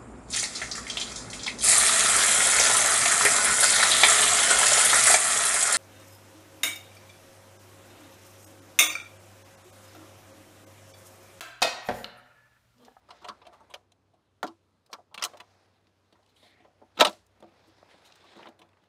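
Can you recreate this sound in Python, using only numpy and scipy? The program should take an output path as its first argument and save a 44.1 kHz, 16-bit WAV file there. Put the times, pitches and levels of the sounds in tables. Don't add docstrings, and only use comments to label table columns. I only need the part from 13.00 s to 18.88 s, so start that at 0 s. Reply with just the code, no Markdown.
import sys
import numpy as np
from scipy import signal
from scipy.io import wavfile
from scipy.ndimage import uniform_filter1d

SR = 44100
rng = np.random.default_rng(int(sys.argv[2]) if len(sys.argv) > 2 else 0)


def pcm_store(signal):
    levels = np.round(np.clip(np.atleast_2d(signal), -1, 1) * 32767)
    wavfile.write(sys.argv[1], SR, levels.astype(np.int16).T)


N = 259484


def from_db(db):
    return 10 ** (np.asarray(db) / 20)


def rms_one(x):
    return x / np.sqrt(np.mean(x ** 2) + 1e-20)


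def in_time(rows):
    times_s, *columns = np.transpose(rows)
    return [np.interp(np.arange(N) / SR, times_s, column) for column in columns]


def drift(rate_hz):
    step = 40
    pole = np.exp(-2 * np.pi * rate_hz * step / SR)
    white = rng.standard_normal(N // step + 2002)
    slow = signal.lfilter([1], [1, -2 * pole, pole ** 2], white)[2000:]
    return np.interp(np.arange(N) / step, np.arange(len(slow)), rms_one(slow))


def banded(spectrum, white, patchy_db):
    hz, level_db = np.transpose(spectrum)
    edges_hz = np.geomspace(20, 17000, 30)
    out = 0
    for k, (low, high) in enumerate(zip(edges_hz, edges_hz[1:])):
        centre = np.sqrt(low * high)
        if hz[0] < centre < hz[-1]:
            band_filter = signal.butter(2, [low, high], "band", fs=SR, output="sos")
            band = signal.sosfilt(band_filter, white[k % 2])
            band_db = np.interp(np.log(centre), np.log(hz), level_db)
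            out = out + band * from_db(band_db + patchy_db * drift(5.5))
    return rms_one(out)


def resonant_noise(hz, width_hz):
    pole = np.exp(-np.pi * width_hz / SR)
    zeros = [1, 0, -1]
    poles = [1, -2 * pole * np.cos(2 * np.pi * hz / SR), pole ** 2]
    once = signal.lfilter(zeros, poles, rng.standard_normal(N + SR))
    return rms_one(signal.lfilter(zeros, poles, once)[SR:])


def air():
    # f/Hz, relative level per Hz/dB
    air_spectrum = [(15, -51.5), (25, -21.5), (38, -13.5), (92, -1), (161, -3.5), (591, -7.5), (659, -13.5),
                    (962, -10.5), (2050, -22), (3920, -23), (12200, -38.5), (13600, -57.5), (16000, -55)]
    return from_db(-73.5) * banded(air_spectrum, rng.standard_normal((2, N)), patchy_db=1.36)


def hum():
    # t/s, lower level/dB, upper level/dB
    hum_levels = [(0.0, -73.5, -77.5), (0.87, -77, -75), (0.95, -85, -77.5), (2.2, -91.5, -77),
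                  (2.6, -88.5, -72.5), (3.34, -83, -78), (4.2, -77, -73), (4.8, -79.5, -76.5),
                  (5.88, -93, -75)]
    # f/Hz, width of each filter pass/Hz
    hum_tones = [(65, 22), (96, 20)]
    waver_hz, waver_db = 1.5, 2.0
    noise_share = .3
    out = 0
    for level_db, (hz, width_hz) in zip(in_time(hum_levels), hum_tones):
        phase = 2 * np.pi * np.cumsum(hz + waver_hz * drift(6.9)) / SR
        tone = np.sqrt(2) * np.sin(phase) * from_db(waver_db * drift(18.0))
        noise = resonant_noise(hz, width_hz)
        out = out + from_db(level_db) * (noise_share * noise + np.sqrt(1 - noise_share ** 2) * tone)
    return out


def hands():
    # t/s, dull fumbling level/dB, skin sliding level/dB
    handling = [(0.0, -76, -86), (0.15, -66, -67.5), (0.33, -65, -76), (0.72, -67, -80), (0.9, -81, -110),
                (1.64, -86.5, -89.5), (2.13, -87, -100), (2.29, -58.5, -75), (2.43, -69, -75.5),
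                (2.65, -71, -78), (2.93, -79, -84.5), (3.49, -71.5, -78.5), (3.78, -74, -82.5),
                (4.1, -69, -75.5), (4.26, -77, -82.5), (4.46, -68.5, -75.5), (4.99, -64.5, -70.5),
                (5.26, -65.5, -65), (5.44, -53.5, -62.5), (5.55, -67.5, -86), (5.88, -74, -81.5)]
    # f/Hz, relative level per Hz/dB
    fumble_spectrum = [(88, -36), (150, -6.5), (346, -0.5), (631, 0), (709, 1), (2070, -14.5), (2500, -19),
                       (3250, -47), (5500, -120)]
    slide_spectrum = [(710, -33.5), (1200, -8), (1740, -2), (2030, 1), (2450, -2.5), (3850, 2),
                      (5210, -10.5), (8000, -16.5), (10400, -49.5), (17600, -120)]
    hiss_spectrum = [(2940, -29.5), (5000, 6), (5270, 0.5), (6660, -0.5), (7670, -7), (9460, 0),
                     (16000, -13)]
    fumble_db, slide_db = in_time(handling)
    hiss_db = -85.5 + .5 * (slide_db + 75)
    grain = rng.standard_normal((2, N)) * from_db(1.3 * drift(90.0))
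    fumble = from_db(fumble_db) * banded(fumble_spectrum, grain, patchy_db=0.5)
    slide = from_db(slide_db) * banded(slide_spectrum, grain, patchy_db=2.16)
    hiss = from_db(hiss_db) * banded(hiss_spectrum, grain, patchy_db=2.0)
    return fumble + slide + hiss


def struck(modes, times, rises, levels_db, centres_hz, rattles, focus_db, spread_db, chatter, freedom):
    t = np.arange(SR // 4) / SR
    hz, mode_db, t60 = np.transpose(modes)[:, :, None]
    rings = from_db(mode_db - 60 * t / t60) * np.sin(2 * np.pi * hz * t)
    span = signal.butter(3, [hz.min() * 0.81, hz.max() * 1.4], "band", fs=SR, output="sos")
    out = np.zeros(N + len(t))
    for s, rise, level_db, centre, rattle in zip(times, rises, levels_db, centres_hz, rattles):
        gentle = np.clip((-level_db - 16.5) / 35, 0.45, 1.5)
        near_db = -focus_db * gentle * np.log2(hz[:, 0] / centre) ** 2
        strengths = from_db(near_db + spread_db * rng.standard_normal(len(modes)))
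        strengths *= np.where(rng.random(len(modes)) < .25, -1, 1)
        swell = np.minimum(t / max(rise, .0002), 1)
        dying = from_db(-60 * np.maximum(t - rise, 0) / np.clip(rattle, .003, .3))
        blows = chatter * rng.laplace(size=len(t)) * swell * dying
        blows[0] = np.exp(-rise / 0.0069)
        held = from_db(-60 * t / (freedom * rattle))
        ringing = signal.fftconvolve(blows, held * (strengths @ rings))[:len(t)]
        sound = signal.sosfilt(span, ringing)
        loudest = np.sqrt(uniform_filter1d(sound ** 2, size=220).max())
        out[round(s * SR):][:len(t)] += from_db(level_db) * sound / loudest
    return out[:N]


def latches():
    # t/s, levels of frame knock/dB, panel thud/dB, latch click/dB, wire tick/dB,
    # knock f/Hz, click f/Hz, rattle t60/s (before the latch spring acts)
    contacts = [(0.088, -52, -69, -64.5, -75, 960, 3370, 0.17),
                (0.105, -47, -93, -49.5, -63, 970, 3100, 0.17),
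                (0.244, -41, -79, -46.5, -59.5, 900, 2740, 0.17),
                (0.276, -71, -74, -58, -67, 1060, 3520, 0.047),
                (0.285, -36.5, -53, -40.5, -53.5, 1040, 4030, 0.12),
                (0.417, -53, -75, -59.5, -94, 970, 2920, 0.11),
                (0.452, -56, -76, -61, -85, 840, 2760, 0.12),
                (0.467, -48, -63.5, -53.5, -65, 800, 3060, 0.13),
                (0.739, -43, -91, -39, -52.5, 890, 3020, .11),
                (0.919, -68, -93, -62.5, -65, 760, 3440, 0.045),
                (1.4294, -25.5, -54, -36, -44.5, 1120, 4130, 0.016),
                (1.435, -31, -38.5, -62, -50.5, 1020, 3700, 0.077),
                (1.442, -43, -43.5, -49, -75, 1050, 3070, 0.13),
                (1.467, -74, -69, -49.5, -60, 790, 3900, 0.011),
                (1.473, -47, -48.5, -48.5, -59, 860, 4700, 0.11),
                (1.862, -77, -86, -66, -70, 760, 4280, 0.053),
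                (1.9294, -38.5, -58, -39, -50.5, 980, 3760, 0.1),
                (1.984, -51.5, -66, -85, -90.5, 720, 3480, 0.1),
                (2.143, -47, -64, -42, -50.5, 940, 3450, 0.081),
                (2.177, -43.5, -57, -38, -53.5, 1070, 2870, 0.066),
                (2.194, -45, -73.5, -46.5, -62, 1050, 3000, 0.075),
                (2.213, -46.5, -66.5, -48, -63, 1120, 3120, 0.061),
                (2.2236, -34, -65.5, -27.5, -40, 1140, 3420, 0.064),
                (2.238, -39.5, -52, -25.5, -27.5, 1250, 3870, 0.035),
                (2.247, -36, -60.5, -31.5, -31.5, 1030, 4160, 0.083),
                (2.335, -47, -65, -59.5, -73, 820, 2940, 0.12),
                (2.371, -56, -76, -55.5, -61, 890, 3900, 0.059),
                (2.401, -49, -59.5, -44.5, -59.5, 910, 3030, 0.09),
                (2.869, -79.5, -68, -67.5, -97, 1020, 3530, 0.046),
                (3.125, -62, -65.5, -64, -75, 810, 3330, 0.07),
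                (3.229, -77, -94, -71.5, -88, 880, 3230, 0.047),
                (3.262, -83, -84, -67, -74, 830, 3700, 0.011),
                (3.428, -59, -66.5, -66, -76, 760, 3300, 0.21),
                (3.648, -55, -64.5, -69.5, -87, 720, 2430, 0.15),
                (3.816, -51.5, -56, -83, -90, 690, 3330, 0.12),
                (3.989, -35.5, -38, -38.5, -65, 1120, 2780, 0.11),
                (3.995, -27, -39, -38.5, -47.5, 1010, 3670, 0.02),
                (3.999, -28, -39.5, -23, -37, 890, 3780, 0.052),
                (4.007, -15.5, -32, -11.5, -24.5, 1120, 3040, .12),
                (4.013, -14, -28.5, -24, -39.5, 600, 3520, 0.047),
                (4.021, -24, -45.5, -23.5, -46, 900, 2600, 0.051),
                (4.048, -23.5, -47.5, -20, -31.5, 1210, 4094, 0.11),
                (4.052, -26.5, -41, -36, -49, 750, 3480, .075),
                (4.068, -28.5, -39.5, -31, -40.5, 830, 3500, 0.054),
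                (4.073, -40, -48.5, -33, -54, 760, 3730, 0.16),
                (4.094, -40, -65, -56, -51, 790, 3700, 0.052),
                (4.128, -52, -61, -56.5, -61.5, 640, 3610, 0.14),
                (4.265, -95, -79, -87.5, -67.5, 840, 3350, 0.02),
                (4.403, -64, -61, -67.5, -68, 740, 3180, 0.031),
                (4.425, -48, -53.5, -60.5, -73, 650, 3340, 0.029),
                (4.436, -49, -54, -70, -85.5, 650, 3180, 0.063),
                (4.828, -50, -59.5, -81.5, -90.5, 860, 3020, 0.0091),
                (4.942, -55, -63, -63.5, -86, 780, 2190, .008),
                (5.122, -63, -80, -53.5, -73, 850, 3370, 0.011),
                (5.155, -69, -93.5, -64, -63.5, 860, 2700, 0.074),
                (5.394, -45, -75, -77, -78.5, 830, 2280, 0.029),
                (5.427, -59, -77, -51, -78, 960, 1860, 0.074),
                (5.457, -46.5, -57, -59, -78, 910, 2780, 0.053),
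                (5.469, -48, -60, -51, -84, 830, 2545, 0.072),
                (5.486, -50.5, -53.5, -60, -67.5, 730, 2850, 0.067),
                (5.591, -60, -63, -60.5, -67, 760, 3095, 0.09),
                (5.616, -56, -62.5, -55, -73, 850, 2800, .14),
                (5.689, -80, -76.5, -71, -80, 720, 2940, 0.025),
                (5.73, -71, -76.5, -69.5, -88, 1200, 2007, 0.043),
                (5.77, -67, -80, -71, -90, 1200, 2200, .04),
                (5.838, -71.5, -76, -68.5, -78.5, 1300, 2200, .022)]
    # the same columns, then rise/s
    presses = [(0.216, -53, -60, -63.5, -72, 1020, 3900, 0.11, 0.0062),
               (0.527, -53.5, -84, -65, -71, 950, 3100, 0.16, .0054),
               (0.598, -55.5, -67, -76, -75, 900, 2800, 0.087, 0.0084),
               (0.699, -53, -75, -60.5, -65.5, 900, 3100, 0.12, 0.0037),
               (1.135, -62, -72, -79, -85, 750, 3330, 0.093, 0.005),
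               (1.894, -57.5, -73, -80, -85, 800, 3400, 0.15, 0.0072),
               (1.911, -72, -78, -67, -70, 800, 4500, 0.047, .008),
               (2.113, -58.5, -76, -82, -99, 900, 3370, 0.15, 0.0038),
               (2.313, -68, -78, -80, -77, 850, 3720, 0.045, 0.0028),
               (3.185, -65.5, -82, -90, -88, 600, 1910, 0.053, 0.0065),
               (3.145, -65, -85, -71, -88, 950, 1880, .12, 0.012),
               (3.285, -83, -85, -71, -81, 900, 3270, 0.14, 0.011),
               (3.362, -85, -89, -63.5, -73, 820, 3330, 0.097, 0.0033),
               (3.598, -62, -64, -69, -85, 710, 2390, 0.16, 0.0041),
               (3.945, -68, -77, -68.5, -78, 700, 3920, 0.074, 0.017),
               (3.971, -44.5, -48.5, -42.5, -60, 1050, 3140, 0.045, .0056),
               (4.464, -63, -62, -87, -90, 553, 3000, .08, 0.0091),
               (4.661, -76.5, -61, -78, -74, 710, 3075, .08, 0.023),
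               (4.88, -63, -75.5, -59.5, -74.5, 800, 2280, 0.12, 0.04),
               (5.042, -67, -78, -58.5, -65, 890, 3793, 0.14, 0.02),
               (5.235, -56.5, -62.5, -70, -75, 890, 3050, 0.09, 0.0082),
               (5.36, -60, -50, -77, -72, 680, 3090, 0.06, .0085)]
    # f/Hz, relative level/dB, t60 before the grip shortens it/s
    frame_modes = [(525, -8, 0.01), (590, -5, 0.0043), (628, -5.5, 0.1), (600.4, 4, 0.042),
                   (719, -0.5, 0.091), (864, -5, 0.03), (980, -6.5, 0.053), (894, -6, 0.067),
                   (1010, -7, 0.06), (1086, -3, 0.021), (1146, -8, 0.069), (1150, 0.5, 0.03),
                   (1327.6, -2, 0.032), (1308, -1, 0.039), (1540, -7.5, 0.04)]
    panel_modes = [(180, -12, 0.037), (214, 3.5, 0.1), (265, -7.5, 0.13), (299, -9.5, 0.07), (334, 3, 0.15),
                   (414, -4, 0.077), (474.8, -5.5, 0.03)]
    latch_modes = [(1870, -4, .014), (2105, -5, .013), (2400, -6, .012), (2640, -6, .011), (2840, -4, .011),
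                   (3110, -2, .012), (3340, -4, .011), (3570, -2, .012), (3930, 0, .012), (4150, -2, .01),
                   (4360, -3, .01), (4840, -3, .009), (5090, -5, .008), (5560, -4, .007)]
    wire_modes = [(6140, 5, 0.0019), (6880, -4, 0.0032), (7900, -2, 0.002), (9200, -5, 0.001),
                  (8890, -6, 0.0027), (9620, -5, 0.0016), (11340, -5, 0.0015), (13000, -14, 0.006),
                  (13500, -19.5, 0.0022), (14900, -16, .0025)]

    sharp_rise_s, stop_t60_s = 0.0018, .09
    sharp = [(*row, sharp_rise_s, 1 / (1 / row[-1] + 1 / stop_t60_s)) for row in contacts]
    soft = [(*row, row[-2]) for row in presses]
    columns = np.transpose(sharp + soft)
    s, frame_db, panel_db, latch_db, wire_db, knock_hz, click_hz, knock_t60, rise, click_t60 = columns
    tick_hz = 7800 * 2 ** (.006 * np.maximum(wire_db - frame_db + 21.5, 0))
    knocks = struck(frame_modes, s, rise, frame_db, knock_hz, knock_t60,
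                    focus_db=37.0, spread_db=4.0, chatter=0.055, freedom=2.1)
    thuds = struck(panel_modes, s, rise, panel_db, knock_hz, knock_t60,
                   focus_db=1.7, spread_db=1.5, chatter=0.054, freedom=6.4)
    clicks = struck(latch_modes, s, rise, latch_db, click_hz, click_t60,
                    focus_db=18.5, spread_db=3.0, chatter=0.18, freedom=0.67)
    ticks = struck(wire_modes, s, rise, wire_db, tick_hz, click_t60,
                   focus_db=9.5, spread_db=3.0, chatter=0.18, freedom=2.5)
    return knocks + thuds + clicks + ticks


def yard(hits):
    echo_db, t60_s, delay_s = -28.5, .33, 0.018
    bright = signal.sosfilt(signal.butter(2, 1500, "high", fs=SR, output="sos"), hits)
    decay = from_db(-120 / (t60_s * SR))
    delayed = np.roll(bright, round(delay_s * SR))
    energy = signal.lfilter([1 - decay], [1, -decay], delayed ** 2)
    wash_filter = signal.butter(2, [900, 7000], "band", fs=SR, output="sos")
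    wash = signal.sosfilt(wash_filter, rng.standard_normal(N))
    return from_db(echo_db) * np.sqrt(energy) * rms_one(wash)


def palm():
    # start t/s, loudest t/s, end t/s, level at the loudest before flicker/dB,
    # f/Hz, width of each filter pass/Hz
    strokes = [(2.43, 2.5, 2.66, -78.5, 5200, 2200), (3.36, 3.44, 3.51, -74, 9000, 6000),
               (3.365, 3.453, 3.54, -65, 3650, 1400), (3.41, 3.503, 3.66, -66.5, 1990, 600),
               (4.551, 4.7, 5.3, -77, 4900, 1500), (5.078, 5.33, 5.46, -69, 3550, 1300)]
    t = np.arange(N) / SR
    edge = from_db(-6.5)
    out = 0
    for start, loudest, end, level_db, hz, width_hz in strokes:
        stroke = np.interp(t, [start - .02, start, loudest, end, end + 0.014], [0, edge, 1, edge, 0])
        uneven = from_db(level_db + 1.3 * drift(25.0))
        out = out + uneven * stroke * resonant_noise(hz, width_hz)
    return out


def scene():
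    hits = latches()
    return (air() + hum() + hands() + hits + yard(hits) + palm())[None]


def record(dry):
    low_hz, top_hz = 63.6, 16400
    rounded = 1.275 * np.tanh(dry / 1.179)
    thinned = signal.sosfilt(signal.butter(2, low_hz, "high", fs=SR, output="sos"), rounded)
    return signal.sosfilt(signal.cheby2(14, 60, top_hz, fs=SR, output="sos"), thinned)


dry = scene()
out = record(dry)
pcm_store(out)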